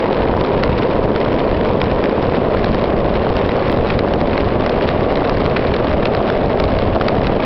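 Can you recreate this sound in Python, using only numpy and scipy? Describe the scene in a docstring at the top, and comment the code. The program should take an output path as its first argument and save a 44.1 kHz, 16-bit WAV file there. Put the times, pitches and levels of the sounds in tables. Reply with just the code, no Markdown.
"""Metro tunnel: a train slowly gathers speed, with the microphone held out in the slipstream.
Wheels on rails give a roar, noise bands whose pitch climbs with the speed, over a rumble of filtered noise.
The air buffets the bass, rushes as fluttering noise, and breaks on the microphone in crackles and pops.
Fast gain control steadies the level; one faint bright tick sounds."""
import sys
import numpy as np
from scipy import signal
from scipy.fft import rfft, irfft
from scipy.io import wavfile

SR = 44100
rng = np.random.default_rng(int(sys.argv[2]) if len(sys.argv) > 2 else 0)


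def waveform_to_disk(signal):
    """Save audio, clipped to [-1, 1], as 16-bit WAV at the path in sys.argv[1]."""
    frames = np.transpose(np.atleast_2d(signal))
    scaled = np.clip(frames, -1, 1) * 32767
    samples = np.round(scaled).astype(np.int16)
    wavfile.write(sys.argv[1], SR, samples)


N = 328545
TIME_S = np.arange(N) / SR
BAND_HZ = 5850


def amp(db):
    """Decibels to gain."""
    return 10 ** (np.asarray(db) / 20)


def evened(x):
    """Scales to an rms of one."""
    return x / np.sqrt(np.mean(x ** 2) + 1e-20)


def along(points):
    """Interpolates a (t/s, value) table at every sample."""
    return np.interp(TIME_S, *np.transpose(points))


def coloured(x, points):
    """Filters by a short spectrum, rolled off at the band edge; white noise keeps its power."""
    points_hz, points_db = np.transpose(points)
    hz = np.fft.rfftfreq(N, 1 / SR)
    gain = amp(np.interp(np.log(hz + 1), np.log(points_hz), points_db))
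    gain /= np.sqrt(1 + (hz / BAND_HZ) ** 8)
    return irfft(rfft(x) * evened(gain), N)


def wander(rate_hz):
    """Smooth random signal of unit rms: white noise low-passed at about the given rate."""
    hz = np.fft.rfftfreq(N, 1 / SR)
    spectrum = rfft(rng.standard_normal(N)) / (1 + (hz / rate_hz) ** 2)
    return evened(irfft(spectrum, N))


def hump(centre_s, length_s):
    """A smooth rise to one and back."""
    return np.interp(TIME_S, centre_s + length_s * np.linspace(-.5, .5, 33), np.hanning(33))


def add(mix, centre_s, sound):
    """Mixes a sound in, centred on the given time."""
    start = max(round(centre_s * SR) - len(sound) // 2, 0)
    part = mix[start:][:len(sound)]
    part += sound[:len(part)]


# main pitch of the rolling roar, follows the train speed: (t/s, f/Hz)
SPEED = [(0, 490.3), (1.1, 520.7), (2, 537.7), (3, 564.1), (4.2, 575.3), (5, 612.2), (6.1, 619.7),
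         (7.45, 628)]
# roar resonances: (multiple of main pitch, nominal width/Hz, level/dB)
ROAR = [(.7, 80.2, -36), (.87, 90.4, -29.5), (1, 75.7, -26), (1.19, 81.2, -32.5), (1.86, 125, -37)]
# roar level along smoother and rougher rail: (t/s, change/dB)
RAIL = [(0, 0), (1.2, 1), (2.3, -1.2), (3.5, -1.5), (5.1, 0), (5.6, -4.5), (6.1, 3), (7.45, 0)]


def roar(swell_db=0.6, swell_hz=3, top_fade_db_per_s=-1.6):
    """Rough wheels on rippled rail: noise bands whose pitch follows the speed, swelling at random."""
    turns = np.cumsum(along(SPEED)) / SR
    out = np.zeros(N)
    for multiple, width_hz, db in ROAR:
        roughness = wander(width_hz * 0.68) + 1j * wander(width_hz * 0.81)
        band = (roughness * np.exp(2j * np.pi * multiple * turns)).real
        # only the top band fades
        is_top = multiple == ROAR[-1][0]
        fade_db = top_fade_db_per_s * (TIME_S - TIME_S.mean()) * is_top
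        out += amp(db + fade_db) * band
    return out * amp(along(RAIL) + swell_db * wander(swell_hz))


def speed_octaves():
    """Train speed in doublings about its mean, from the roar pitch."""
    octaves = np.log2(along(SPEED))
    return octaves - octaves.mean()


# tunnel rumble spectrum: (f/Hz, relative spectral level/dB)
RUMBLE = [(10, -5.5), (28, -0.5), (70, 0.5), (150, -1.5), (172, -2.5), (200, 1.5), (260, -1), (320, -2),
          (425, 1.5), (620, -3), (830, -10), (1080, -12), (1400, -21), (3000, -32.5), (6000, -50)]


def rumble(level_db=-17.5, buffet_hz=160, buffet_db=0.64):
    """Dense tunnel rumble: shaped noise whose bass heaves with the buffeting air."""
    noise = coloured(rng.standard_normal(N), RUMBLE)
    lowpass = signal.butter(2, buffet_hz, fs=SR, output="sos")
    bass = signal.sosfiltfilt(lowpass, noise)
    heaving_bass = bass * amp(buffet_db + buffeting())
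    return amp(level_db) * (noise - bass + heaving_bass)


# gusts (+) and lulls (-) of the slipstream: (centre t/s, length/s, change/dB)
GUSTS = [(0.13, 0.2, -11), (0.87, .2, -8), (2.22, 0.18, -2), (2.71, 0.066, 6), (3.973, .16, 6),
         (4.216, .26, -5), (5.57, 0.18, -3.5), (7.017, 0.19, -7)]


def buffeting(speed_db_per_octave=4, heave_db=3.0, heave_hz=5):
    """Slipstream push in dB: grows with speed, heaves at random, has gusts and lulls."""
    gusts_db = sum(db * hump(s, length_s) for s, length_s, db in GUSTS)
    return speed_db_per_octave * speed_octaves() + heave_db * wander(heave_hz) + gusts_db


# individually timed eddies breaking on the microphone: (centre t/s, relative strength/dB, length/s)
CRACKLES = [(0.412, -22, 0.0033), (0.45, -21.5, .0034), (0.637, -11.5, .0023), (0.784, -23, .0037),
            (1.162, -20, .0037), (1.395, -24, .0034), (1.65, -21, .0023), (1.817, -17, .0038),
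            (1.842, -22.5, .005), (2.041, -21, .0039), (2.058, -21, .0027), (2.645, -15, .0031),
            (2.747, -21, .0046), (3.368, -19.5, .005), (3.493, -20.5, .004), (3.992, -17, .0039),
            (4.138, -19, .0031), (4.379, -18, .0037), (4.664, -20, .004), (4.696, -21, 0.0034),
            (4.89, -15.5, .002), (5.157, -22, .004), (5.296, -17, .0039), (5.463, -16, .0031),
            (5.567, -18, .0035), (5.741, -20, .0053), (6.056, -16.5, .0034), (6.15, -18.5, .0027),
            (6.302, -18.5, .0029), (6.601, -17, .0044), (6.64, -17, .0037), (6.789, -23, 0.0078),
            (7.013, -15.5, .0027), (7.085, -14.5, .0052), (7.27, -17, .003)]
# crackle spectrum: (f/Hz, relative spectral level/dB)
TEARING = [(300, -5.5), (1000, 4.5), (1900, 3), (3000, -3), (4000, -3), (5200, -11), (6000, -20)]


def crackle(air_db, strong_db=1.0, weak_db=-31, spread_db=2.5, cap_db=-20.0, weak_mean_s=.002,
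            gust_share=0.59, grain_db=4, snap_energy_ratio=0.28, count=400):
    """Eddies break on the microphone: a sharp snap in a grainy rasp of milliseconds, some strong, many weak."""
    when, size, length = rng.random((count, 3)).T
    weak_s = when * TIME_S[-1]
    # exponential spread of levels, lifted by rougher air
    weak_level_db = weak_db + gust_share * np.interp(weak_s, TIME_S, air_db)
    weak_level_db -= spread_db * np.log(1 - size)
    weak = np.transpose([weak_s, np.minimum(weak_level_db, cap_db), weak_mean_s * (.5 + length)])
    strong = np.array(CRACKLES) + [0, strong_db, 0]
    out = np.zeros(N)
    for at_s, db, length_s in np.vstack([strong, weak]):
        samples = int(np.clip(length_s * SR, 32, 1024))
        air, grain = rng.standard_normal((2, samples))
        rasp = evened(air * amp(grain_db * grain) * signal.windows.tukey(samples, .3))
        # one-sample snap, energy relative to the rasp
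        rasp[samples // 2] += rng.choice([-1, 1]) * np.sqrt(snap_energy_ratio * samples)
        add(out, at_s, amp(db) * evened(rasp))
    return coloured(out, TEARING)


def turbulence(speed_db_per_octave=0.5, churn_db=1.32, churn_hz=7, flurry_s=0.2, flurry_db=0.5):
    """Air roughness in dB: grows with speed, churns at random, flares around each timed crackle."""
    flurries = np.max([hump(s, flurry_s) for s, _, _ in CRACKLES], axis=0)
    steady_db = speed_db_per_octave * speed_octaves() + churn_db * wander(churn_hz)
    return steady_db + flurry_db * (flurries - flurries.mean())


# individually timed blunt pressure pops: (centre t/s, relative level/dB)
POPS = [(0.297, 1), (0.508, -5), (1.043, -2), (1.057, 1.5), (1.709, -1.5), (1.757, -2), (2.292, -1),
        (2.323, -4), (2.487, 1.5), (2.549, 1), (3.462, 0.5), (3.495, -1), (4.36, -2), (5.125, -0.5),
        (6.454, -1.5), (7.323, -1)]


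def pop(strong_db=1, weak_db=-8, spread_db=2.5, cap_db=-2, nominal_width_s=0.00034, rebound=0.36, count=290):
    """Eddies slap the diaphragm in or out: single pulses about a millisecond wide, a few hard."""
    when, size = rng.random((count, 2)).T
    weak_level_db = np.minimum(weak_db - spread_db * np.log(1 - size), cap_db)
    weak = np.transpose([when * TIME_S[-1], weak_level_db])
    strong = np.array(POPS) + [0, strong_db]
    t_s = np.arange(-128, 129) / SR
    out = np.zeros(N)
    for at_s, db in np.vstack([strong, weak]):
        u = t_s / (nominal_width_s * rng.uniform(0.62, 1.34))
        pulse = (1 - rebound * u ** 2) * np.exp(-u ** 2 / 2)
        add(out, at_s, rng.choice([-1, 1]) * amp(db) * pulse)
    return out


# rushing air spectrum: (f/Hz, relative spectral level/dB)
RUSH = [(300, -3.5), (1000, 5.5), (2000, 3.5), (3000, -1), (4200, -8.5), (5200, -14.5), (6000, -32.5)]


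def rush(air_db, level_db=-34, flutter_db=4.0, flutter_hz=140):
    """Air rushes past the microphone: noise that follows the turbulence and flutters at random."""
    flow_db = level_db + air_db + flutter_db * wander(flutter_hz)
    return coloured(rng.standard_normal(N) * amp(flow_db), RUSH)


def scene(flutter_db=1.56, flutter_hz=70):
    """Tunnel and slipstream at one microphone; the tunnel's sound flutters at random."""
    tunnel = (roar() + rumble()) * amp(flutter_db * wander(flutter_hz))
    air_db = turbulence()
    return (tunnel + crackle(air_db) + pop() + rush(air_db))[None]


# one faint bright tick: (t/s, level/dB)
TICK = (3.719, -26)


def record(dry, threshold_db=-19, squeeze=0.69, settle_s=0.012, makeup_db=3.0, knee=0.76, ceiling=.71,
           edge_hz=15850):
    """Fast gain control, soft overload, narrow band, hard clipping, a tick, final band limit."""
    keep = np.exp(-1 / (settle_s * SR))
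    power = signal.lfilter([1 - keep], [1, -keep], dry[0] ** 2, zi=[np.mean(dry ** 2)])[0]
    over_db = np.maximum(10 * np.log10(power + 1e-12) - threshold_db, 0)
    held = dry[0] * amp(makeup_db - squeeze * over_db)
    rounded = held / (1 + (held / knee) ** 6) ** (1 / 6)
    band_filter = signal.firwin(181, BAND_HZ, window=("kaiser", 8), fs=SR)
    narrow = signal.oaconvolve(rounded, band_filter, "same")
    # clipped peaks leave tiny ticks in the empty treble
    out = np.clip(narrow, -ceiling, ceiling)
    tick_s, tick_db = TICK
    add(out, tick_s, amp(tick_db) * np.array([1, -1]))
    edge_filter = signal.firwin(511, edge_hz, window=("kaiser", 9), fs=SR)
    return signal.oaconvolve(out, edge_filter, "same")[None]


dry = scene()
out = record(dry)
waveform_to_disk(out)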